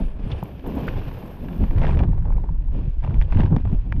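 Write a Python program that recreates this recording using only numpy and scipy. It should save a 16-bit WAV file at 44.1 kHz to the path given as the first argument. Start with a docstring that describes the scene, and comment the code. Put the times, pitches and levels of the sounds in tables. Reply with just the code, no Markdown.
"""High in gusty air, a microphone in a housing is strapped to a paraglider pilot.
Wind is noise in seven colours, from rumble to sizzle, that flickers with shared eddies; large eddies add
thumps, each a few cycles of a wave. Cloth and webbing crackle in random puffs of noise, and gear knocks with
a crack, a low body and a ring. Short chirps squeak, shaped noise scrapes and ticks, a strap buzzes briefly
in regular pulses, and sharp bright clicks sound as the input overloads."""
import sys
import numpy as np
from scipy import signal
from scipy.fft import rfft, irfft
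from scipy.io import wavfile
from scipy.ndimage import uniform_filter1d

SR = 44100
rng = np.random.default_rng(int(sys.argv[2]) if len(sys.argv) > 2 else 0)


def unload_wav(signal):
    """Save mono or channel-first audio to the path in sys.argv[1] as 16-bit WAV at rate SR, clipped to [-1, 1]."""
    wavfile.write(
        sys.argv[1],
        SR,
        np.round(np.clip(np.atleast_2d(signal).T, -1, 1) * 32767).astype(np.int16),
    )


def invert_db(level):
    """Linear amplitude ratio for a level in decibels (20 dB per decade), elementwise."""
    return 10 ** (np.asarray(level, dtype=float) / 20)


N = 176400  # samples, 4 s
T = np.arange(N) / SR

# In every colour table below, level_db is per hertz and only the shape counts.

# Bright ticks, before a common lift: start_s, level_db, t60_s (time to fade by 60 dB)
TICKS = [(.435, -47.5, 0.021), (.664, -55, .02), (.671, -51.5, 0.04), (.751, -54, 0.032), (.759, -55, .02),
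         (.787, -54, .02), (.81, -53, .02), (.835, -60.5, 0.026), (.87, -55, .03), (1.26, -58, 0.026)]
# Colour of the treble, for ticks and sizzle: pitch_hz, level_db
TREBLE_COLOUR = [(6000, -11), (8000, -20.5), (10000, -16.5), (11300, -9), (11900, -0.5), (12800, 1.5),
                 (13800, -6), (15300, -11.5), (15700, -32.5)]
# Sharp bright clicks as the input overloads, before colouring: start_s, level_db
OVERLOAD_CLICKS = [(1.7793, -45), (1.7962, -39.5), (1.8327, -40), (1.865, -54), (1.8763, -42),
                   (1.8973, -39), (1.908, -51), (1.9188, -41), (1.9295, -44), (1.9499, -41), (1.9549, -45),
                   (1.976, -44), (1.9826, -45), (1.993, -45)]
# Colour of the strap's buzz and of the overload clicks: pitch_hz, level_db
BUZZ_COLOUR = [(3000, -22.5), (5500, -4), (9000, -1.5), (11500, -7.5), (14500, -11), (15600, -47)]
# Short squeaks of a strap sliding: start_s, length_s, level_db, start_hz, end_hz
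SQUEAKS = [(.8798, .0095, -24, 1330, 3300), (.3155, .010, -36, 3400, 3450), (.324, .012, -42, 2900, 3500)]
# A glove or strap scrapes past, before colouring: start_s, length_s, level_db
SCRAPES = [(.288, .06, -45), (.588, .016, -53), (.879, .018, -40)]
# Crackle of cloth and webbing under load: time_s, level_db
CRACKLE_LEVEL = [(0, -73), (.3, -62), (.5, -95), (.635, -75), (.66, -55), (1.1, -49), (1.4, -60),
                 (1.7, -53), (1.8, -46), (1.85, -41), (1.92, -41), (1.96, -45), (2.03, -43), (2.07, -56),
                 (2.45, -59), (2.7, -65), (2.95, -78), (3.05, -49), (3.28, -63), (3.33, -43), (3.39, -38),
                 (3.48, -45), (3.53, -59.5), (3.7, -54), (3.85, -66), (4, -61)]
# Colour of crackle heard through the housing: pitch_hz, level_db
HOUSING_COLOUR = [(100, -21), (300, -8.5), (600, -14.5), (950, 6.5), (1250, -7.5), (1700, -5.5),
                  (2500, -18), (3500, -25), (4000, -21), (5500, -34.5), (8000, -59.5), (15000, -96.5)]
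# Knocks and snaps of the gear, before colouring: start_s, crack_db, body_re_crack_db, crack_t60_s
KNOCKS = [(0.4267, -37, 20.5, 0.0088), (0.4553, -37, 6, 0.011), (0.596, -50, -25, 0.0093),
          (0.6624, -27, 5.5, 0.011), (0.752, -46, 14, 0.023), (0.7756, -44, 11, 0.014),
          (0.9248, -34, -15, 0.023), (0.9547, -60, -10, 0.013), (1.4765, -41, -2, 0.015),
          (1.484, -27.5, -6, 0.024), (1.531, -37, -9, 0.016), (1.614, -41, 9, 0.013),
          (1.6374, -24, -3, 0.018), (1.708, -28, 2, 0.015), (1.7616, -45, 7.5, 0.019),
          (1.7824, -26, -1.5, 0.023), (1.8038, -27, -6, 0.023), (1.815, -25, 2, 0.031),
          (1.8297, -24, -5, 0.039), (1.8361, -21.5, -7, 0.018), (1.8428, -32.5, 16, 0.021),
          (1.8491, -18.5, -17, 0.014), (1.8539, -20, -15, 0.012), (1.8672, -17, -2, 0.015),
          (1.880, -34, 8, 0.02), (1.891, -22, 6.5, 0.0096), (1.8946, -19.5, -8, 0.013),
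          (1.9048, -26.5, -3, 0.028), (1.911, -29, -3, 0.016), (1.921, -34, 1, 0.014),
          (1.9312, -26.5, -1, 0.013), (1.947, -27, -7, 0.015), (1.971, -26, -1.5, 0.026),
          (1.9905, -21, -11.5, 0.027), (2.001, -27, 4.5, 0.014), (2.0225, -31.5, 1.5, 0.025),
          (2.0348, -26, 5, 0.017), (2.084, -41, 15, 0.016), (2.092, -41.5, -5, 0.011),
          (2.110, -45, -8, 0.01), (2.1308, -34.5, 9.5, 0.0067), (2.178, -37.5, 4.5, 0.012),
          (2.1832, -41.5, 7.5, 0.011), (2.200, -49.5, 13, 0.013), (2.2538, -37, 8.5, 0.016),
          (2.2808, -45.5, 13.5, 0.0094), (2.2977, -41, 3, 0.012), (2.3032, -38.5, 12, 0.011),
          (2.318, -49, -2, 0.01), (2.3229, -33, 6, 0.011), (2.3655, -40, 9, 0.02),
          (2.380, -41.5, 10, 0.017), (2.4142, -43.5, 6.5, 0.01), (2.4383, -42, 17, 0.018),
          (2.462, -56, 10, 0.016), (2.4885, -47.5, 23, 0.02), (2.5594, -57, 19, 0.014),
          (2.603, -49, 9, 0.018), (2.6214, -46, -5, 0.016), (2.681, -50.5, 12, 0.016),
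          (3.021, -45, 9, 0.021), (3.038, -31, 6, 0.015), (3.0457, -23.5, -3, 0.016),
          (3.061, -42, -5, 0.028), (3.0744, -35, 8, 0.023), (3.1058, -44.5, 17.5, 0.036),
          (3.142, -28.5, -5, 0.016), (3.2131, -20.5, -1, 0.014), (3.2222, -17, -13, 0.0091),
          (3.3224, -23.5, -0.5, 0.031), (3.3701, -23, -8, 0.014), (3.385, -31, 0, 0.021),
          (3.3935, -23.5, 6.5, 0.02), (3.3968, -17, 3, 0.0096), (3.4043, -19.5, -8, 0.016),
          (3.414, -33.5, 6, 0.012), (3.432, -35, 12, 0.02), (3.4368, -25, -1.5, 0.0095),
          (3.461, -30.5, 3, 0.014), (3.522, -37, 11.5, 0.016), (3.5266, -34, 13, 0.017),
          (3.5468, -30.5, 9, 0.0096), (3.5634, -15.5, -1, 0.0095), (3.565, -27.5, 6, 0.0099),
          (3.583, -35, 1.5, 0.014), (3.6515, -34.5, 9, 0.027), (3.6723, -35, 5.5, 0.017),
          (3.7266, -38, 1.5, 0.017), (3.9227, -15.5, -7, 0.013), (3.963, -38, 3, 0.015)]
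# Colour of a knock's crack: pitch_hz, level_db
CRACK_COLOUR = [(600, -18.5), (1250, -1.5), (1700, 3.5), (2100, 1.5), (2500, -0.5), (3500, -8.5),
                (4000, -20), (5500, -25), (8000, -44.5), (15000, -72)]
# Colour of a knock's low body: pitch_hz, level_db
BODY_COLOUR = [(150, -30.5), (350, -2.5), (600, -3), (900, -0.5), (1100, -7.5), (1400, -14.5),
               (2200, -35.5), (5000, -88.5)]
# Ring of the housing and buckles, levels relative to each other: pitch_hz, level_db, t60_s
RING = [(900, -11, .045), (1650, -17, .03), (2350, -20, .08), (3300, -20, .025)]
# Deep thumps of large eddies: start_s, level_db, pitch_hz, length_cycles
THUMPS = [(0.316, -18, 127, 3.5), (0.425, -20.5, 148, 2.8), (0.673, -20.5, 268, 4.1),
          (0.752, -20.5, 255, 1.9), (0.766, -19, 277, 6), (0.826, -17.5, 113, 2), (0.888, -14.5, 96, 1.2),
          (0.956, -19, 89.6, 2.7), (1.595, -17, 115, 1.3), (1.754, -10.5, 88.5, 4), (2.759, -21, 89, 2.2),
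          (2.875, -18.5, 134, 2.5), (3.36, -6.5, 90, 2.47), (3.396, -11, 129, 1.2), (3.44, -9.5, 110, 3.1),
          (3.543, -13, 141, 2.2), (3.517, -6, 156.4, 5), (3.566, -7, 170, 2), (3.726, -8.5, 158.6, 2.64)]
# Deep wind, one list for each spell: time_s, rumble_db, buffeting_db
GUSTS = [
    [(0.02, -17.5, -26), (0.054, -20, -47), (0.104, -26, -45), (0.336, -28.5, -25), (0.362, -33, -33.5),
     (0.58, -46, -34.5), (0.598, -22, -55), (0.63, -55, -50)],
    [(0.63, -59, -52), (0.642, -31.5, -37.5), (0.848, -45, -25.5), (0.87, -34, -33), (0.952, -26.5, -29.5),
     (1.396, -42, -43), (1.414, -32, -36.5), (1.58, -31, -40)],
    [(1.58, -37, -33), (1.602, -17.5, -33), (1.64, -12.5, -14.5), (1.678, -23.5, -42), (1.708, -13, -17.5),
     (1.732, -25, -36), (1.784, -16, -20), (2.06, -23, -16.5)],
    [(2.06, -19, -17), (2.436, -16.5, -31), (2.466, -17, -45), (2.5, -18, -23), (2.562, -21, -37),
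     (2.896, -16.5, -27), (2.918, -14.5, -56), (2.96, -26, -60)],
    [(2.96, -27, -75), (2.976, -18.5, -28), (3.02, -20.5, -42), (3.034, -20.5, -27), (3.148, -16.5, -20.5),
     (3.212, -8, -24), (3.276, -31.5, -25.5), (3.31, -24, -32)],
    [(3.31, -13, -34), (3.358, -14.5, -20.5), (3.572, -22, -18.5), (3.618, -15.5, -33.5),
     (3.646, -25, -16.5), (3.786, -13, -35), (3.804, -20, -34.5), (3.98, -23, -22)],
]
# Middle wind, one list for each spell: time_s, flutter_db, roar_db
FLOW = [
    [(0.0, -20, -32.5), (0.035, -29.5, -47), (0.09, -45.5, -48.5), (0.154, -42.5, -50), (0.246, -36, -46),
     (0.344, -44, -38), (0.362, -44, -43), (0.41, -43, -44.5), (0.432, -35, -43), (0.494, -42, -44),
     (0.575, -45, -50.5), (0.628, -43, -51)],
    [(0.632, -47, -55), (0.642, -37.5, -38), (0.68, -29, -34.5), (0.73, -31, -44), (0.76, -30.5, -33),
     (0.838, -31, -37.5), (1.15, -40.5, -46), (1.172, -52, -45), (1.242, -36.5, -43), (1.384, -44.5, -47),
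     (1.462, -32, -46), (1.58, -33.5, -42.5)],
    [(1.58, -39, -46), (1.6, -21.5, -51), (1.624, -20, -38), (1.692, -41.5, -51), (1.72, -29, -46),
     (1.844, -30, -33), (1.964, -33, -37), (2.014, -23, -32.5), (2.06, -31, -41.5)],
    [(2.06, -35, -44.5), (2.23, -59.5, -54), (2.268, -38.5, -44.5), (2.508, -40.5, -55.5),
     (2.518, -46.5, -59.5), (2.7, -45, -57), (2.76, -33.5, -43), (2.868, -36.5, -52.5), (2.96, -61, -59.5)],
    [(2.96, -45, -54), (3.018, -52, -64), (3.032, -38.5, -52), (3.076, -39.5, -45), (3.146, -31, -46.5),
     (3.214, -40, -50.5), (3.304, -51, -47.5), (3.31, -35, -55.5)],
    [(3.31, -42.5, -60), (3.388, -19, -35), (3.496, -34, -47.5), (3.532, -20, -34), (3.63, -42.5, -64),
     (3.742, -29.5, -45.5), (3.836, -56, -61), (3.866, -39, -53), (3.98, -35.5, -61.5)],
]
# Hiss of the airflow: time_s, level_db
HISS_LEVEL = [(0, -51), (.15, -63.5), (.25, -54.5), (.38, -52.5), (.5, -58.5), (.62, -59.5), (.67, -53.5),
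              (.85, -48), (1.07, -52), (1.2, -55.5), (1.38, -58.5), (1.55, -56.5), (1.65, -53.5),
              (1.72, -59.5), (1.87, -49), (1.97, -58), (2.06, -63.5), (2.2, -72), (2.5, -71.5), (2.68, -70),
              (2.76, -57.5), (2.9, -61), (2.96, -68.5), (3.03, -59.5), (3.2, -61), (3.3, -59), (3.4, -48.5),
              (3.5, -61.5), (3.63, -64), (3.74, -59), (3.85, -64.5), (4, -65.5)]
# Bright sizzle: time_s, level_db
SIZZLE_LEVEL = [(0, -100), (.3, -100), (.42, -76), (.47, -67.5), (.62, -74), (.68, -63), (.85, -62.5),
                (.95, -65.5), (1.1, -63.5), (1.25, -63), (1.4, -67), (1.6, -64.5), (1.8, -69), (1.86, -100),
                (2.1, -115), (4, -115)]
# Duller sizzle: time_s, level_db
FIZZ_LEVEL = [(0, -68), (.2, -84.5), (.27, -73.5), (.4, -74), (.5, -81), (.65, -84), (.8, -78),
              (1.6, -77.5), (1.85, -110), (4, -115)]
# Colours of the wind layers, from deep to bright: pitch_hz, level_db
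RUMBLE_COLOUR = [(10, -9), (20, 7), (35, 4), (55, -2), (75, -20), (110, -30.5), (200, -70), (600, -120)]
BUFFET_COLOUR = [(30, -36), (55, -1.5), (75, 1), (110, -2.5), (160, -8), (220, -24.5), (350, -31.5),
                 (600, -65.5), (1500, -120)]
FLUTTER_COLOUR = [(70, -40), (130, -2.5), (180, 3), (280, -2.5), (380, -12.5), (500, -20.5), (800, -24.5),
                  (1200, -59), (3000, -120)]
ROAR_COLOUR = [(200, -26.5), (380, -0.5), (500, -1.5), (700, -7), (900, -10.5), (1050, -11.5), (1250, -19),
               (2000, -36.5), (5000, -100)]
HISS_COLOUR = [(700, -23), (1200, -6), (1650, -2), (2000, -8), (2450, -1.5), (3000, -5.5), (3500, -9),
               (3900, -15.5), (5000, -19), (6500, -29.5), (8500, -53), (12000, -77)]
FIZZ_COLOUR = [(5000, -26), (8000, -8.5), (10300, -3), (12000, -7), (13500, -17.5), (15600, -44)]

RISE_S = .0012  # time a puff takes to reach full strength


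def evened(x):
    """Scales a sound to an average (rms) strength of 1."""
    return x / np.sqrt(np.mean(x ** 2) + 1e-20)


def read(points, hz):
    """Reads a colour table at any pitch, with pitch spaced as the ear hears it."""
    table_hz, level_db = np.transpose(points)
    return np.interp(np.log(hz + 1), np.log(table_hz + 1), level_db)


def curve(table, count):
    """Turns one level column into a smooth loudness curve."""
    rows = np.vstack(table)
    level_db = np.interp(T, rows[:, 0], rows[:, count])
    return invert_db(uniform_filter1d(level_db, size=400))


def add(mix, s, sound):
    """Adds a sound into the mix at s seconds, cut off at the end."""
    part = mix[round(s * SR):][:len(sound)]
    part += sound[:len(part)]


def coloured(x, points):
    """Filters a sound to the given colour; the filter responds only after its input."""
    hz = abs(np.fft.fftfreq(8192, 1 / SR))
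    log_gain = np.log(invert_db(read(points, hz)))
    # this phase packs the response as early as it can be
    phase = -signal.hilbert(log_gain).imag
    taps = np.fft.ifft(np.exp(log_gain + 1j * phase)).real[:4096]
    return signal.oaconvolve(x, taps / np.linalg.norm(taps))[:len(x)]


def puffs(rows):
    """Loudness of sudden puffs that rise fast and die away, from rows of start_s, level_db, t60_s."""
    out, t = np.zeros(N), T[:4000]
    for s, db, t60 in rows:
        rise = np.minimum(t / RISE_S, 1)
        add(out, s, rise * invert_db(db - 60 * t / max(t60, .004)))
    return out


def ticks():
    """Each bright tick is a dying puff of treble noise."""
    colour = [(5000, -19.5), (7000, -12.5)] + TREBLE_COLOUR[2:]
    return invert_db(3.0) * coloured(puffs(TICKS) * rng.standard_normal(N), colour)


def strap_buzz():
    """A strap buzzes against the housing in nearly regular short pulses of uneven force."""
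    start_s, end_s, rate_hz, jitter_s = 1.7855, 2.012, 188, .00015
    level_db, spread_db = -58, 6  # before colouring
    at_s = np.arange(start_s, end_s, 1 / rate_hz)
    at_s = at_s + jitter_s * rng.standard_normal(len(at_s))
    force = np.minimum(rng.standard_normal(len(at_s)), 1.2)
    pulses = np.zeros(N)
    pulses[(at_s * SR).astype(int)] = invert_db(level_db + spread_db * force)
    return coloured(pulses, BUZZ_COLOUR)


def overload_clicks():
    """The overloading input gives sharp bright clicks, placed here at listed times."""
    start_s, level_db = np.transpose(OVERLOAD_CLICKS)
    clicks = np.zeros(N)
    clicks[(start_s * SR).astype(int)] = invert_db(level_db)
    return coloured(clicks, BUZZ_COLOUR)


def squeaks():
    """A sliding strap gives short upward chirps, slightly rough because the pitch wobbles."""
    out = np.zeros(N)
    for s, length, db, from_hz, to_hz in SQUEAKS:
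        u = np.arange(0, length, 1 / SR) / length  # runs from 0 to 1
        wobble = 1 + .55 * uniform_filter1d(rng.standard_normal(2000), size=20)[:len(u)]
        hz = (from_hz + (to_hz - from_hz) * u ** 2) * wobble
        swell = np.sin(np.pi * u ** .45)
        add(out, s, invert_db(db) * swell * np.sin(2 * np.pi * np.cumsum(hz) / SR))
    return out


def scrapes():
    """Rubbing makes hissing noise that swells and fades."""
    rub = np.zeros(N)
    for s, length, db in SCRAPES:
        add(rub, s, invert_db(db) * np.hanning(round(length * SR)))
    return coloured(rub * rng.standard_normal(N), HISS_COLOUR)


def crackle():
    """Random snaps of uneven size, each a dying puff of noise heard through the housing."""
    snaps_per_s, spread_db, t60_s = 320, 5, .011
    size = invert_db(spread_db * np.minimum(rng.exponential(1, N), 3))
    snaps = size * (rng.random(N) < snaps_per_s / SR)
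    fading = signal.lfilter([1], [1, -invert_db(-60 / t60_s / SR)], snaps)
    noise = coloured(fading * rng.standard_normal(N), HOUSING_COLOUR)
    return curve(CRACKLE_LEVEL, count=1) * evened(noise)


def knocks():
    """Each knock has a sharp impact, a crack and a low body; crack and body set the housing ringing."""
    start_s, crack_db, body_re_crack_db, t60_s = np.transpose(KNOCKS)
    body_db = crack_db + body_re_crack_db
    crack = puffs(np.c_[start_s, crack_db, t60_s]) * rng.standard_normal(N)
    body = puffs(np.c_[start_s, body_db, 1.3 * t60_s]) * rng.standard_normal(N)
    # one sharp click as the puff reaches full strength
    first = ((start_s + RISE_S) * SR).astype(int)
    snap, push = np.zeros(N), np.zeros(N)
    snap[first] = 3.5 * invert_db(crack_db)
    push[first] = 4 * invert_db(body_db)
    crack, body = crack + snap, body + push
    t = T[:8000]
    ring = sum(invert_db(db - 60 * t / t60) * np.sin(2 * np.pi * hz * t) for hz, db, t60 in RING)
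    ringing = signal.oaconvolve(invert_db(-31) * crack + invert_db(-36.5) * body, ring)[:N]
    return invert_db(-10.0) * coloured(crack, CRACK_COLOUR) + invert_db(-4.5) * coloured(body, BODY_COLOUR) + ringing


def thumps():
    """A large eddy swings the pressure at the microphone port for a few cycles."""
    out = np.zeros(N)
    for s, db, hz, cycles in THUMPS:
        u = np.arange(0, cycles / hz, 1 / SR) * hz / cycles  # runs from 0 to 1
        swell = np.sin(np.pi * u ** 0.56) ** 2  # grows faster than it fades
        add(out, s, invert_db(db) * swell * np.sin(2 * np.pi * cycles * u))
    return out


def lumps(top_hz):
    """Slow random ups and downs, about equally strong in each octave from 7 Hz to near top_hz."""
    hz = np.fft.rfftfreq(N, 1 / SR)
    weight = (hz > 7) / np.sqrt(hz + 1) / (1 + (hz / top_hz) ** 4)
    return evened(irfft(rfft(rng.standard_normal(N)) * weight, N))


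def air(points, eddies, shared_db, own_db, own_hz):
    """Noise of one colour that flickers with the shared eddies and on its own."""
    flicker = invert_db(shared_db * eddies + own_db * lumps(own_hz))
    return evened(flicker) * evened(coloured(rng.standard_normal(N), points))


def wind():
    """Turbulent air rumbles, roars and hisses; the same passing eddies make every layer flicker."""
    eddies = lumps(34)
    rumble = air(RUMBLE_COLOUR, eddies, shared_db=.25, own_db=.52, own_hz=17)
    buffeting = air(BUFFET_COLOUR, eddies, shared_db=.81, own_db=.77, own_hz=30)
    flutter = air(FLUTTER_COLOUR, eddies, shared_db=1.0, own_db=1.0, own_hz=50)
    roar = air(ROAR_COLOUR, eddies, shared_db=1.9, own_db=.99, own_hz=90)
    hiss = air(HISS_COLOUR, eddies, shared_db=.9, own_db=1.1, own_hz=150)
    sizzle = air(TREBLE_COLOUR, eddies, shared_db=.7, own_db=1.5, own_hz=200)
    fizz = air(FIZZ_COLOUR, eddies, shared_db=.7, own_db=1.9, own_hz=200)
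    return (curve(GUSTS, count=1) * rumble
            + curve(GUSTS, count=2) * buffeting
            + curve(FLOW, count=1) * flutter
            + curve(FLOW, count=2) * roar
            + curve(HISS_LEVEL, count=1) * hiss
            + curve(SIZZLE_LEVEL, count=1) * sizzle
            + curve(FIZZ_LEVEL, count=1) * fizz)


def scene():
    """Adds all the sources into one channel."""
    gear = ticks() + strap_buzz() + squeaks() + scrapes() + crackle() + knocks()
    return (gear + overload_clicks() + thumps() + wind())[None]


def low_pass(x):
    """Removes everything above the highest recorded frequency."""
    return signal.sosfilt(signal.butter(12, 15760, fs=SR, output="sos"), x)


def record(dry):
    """The input stage rounds off the largest swings."""
    mix = .5 * np.tanh(dry / .5)
    return low_pass(mix)


dry = scene()
out = record(dry)
unload_wav(out)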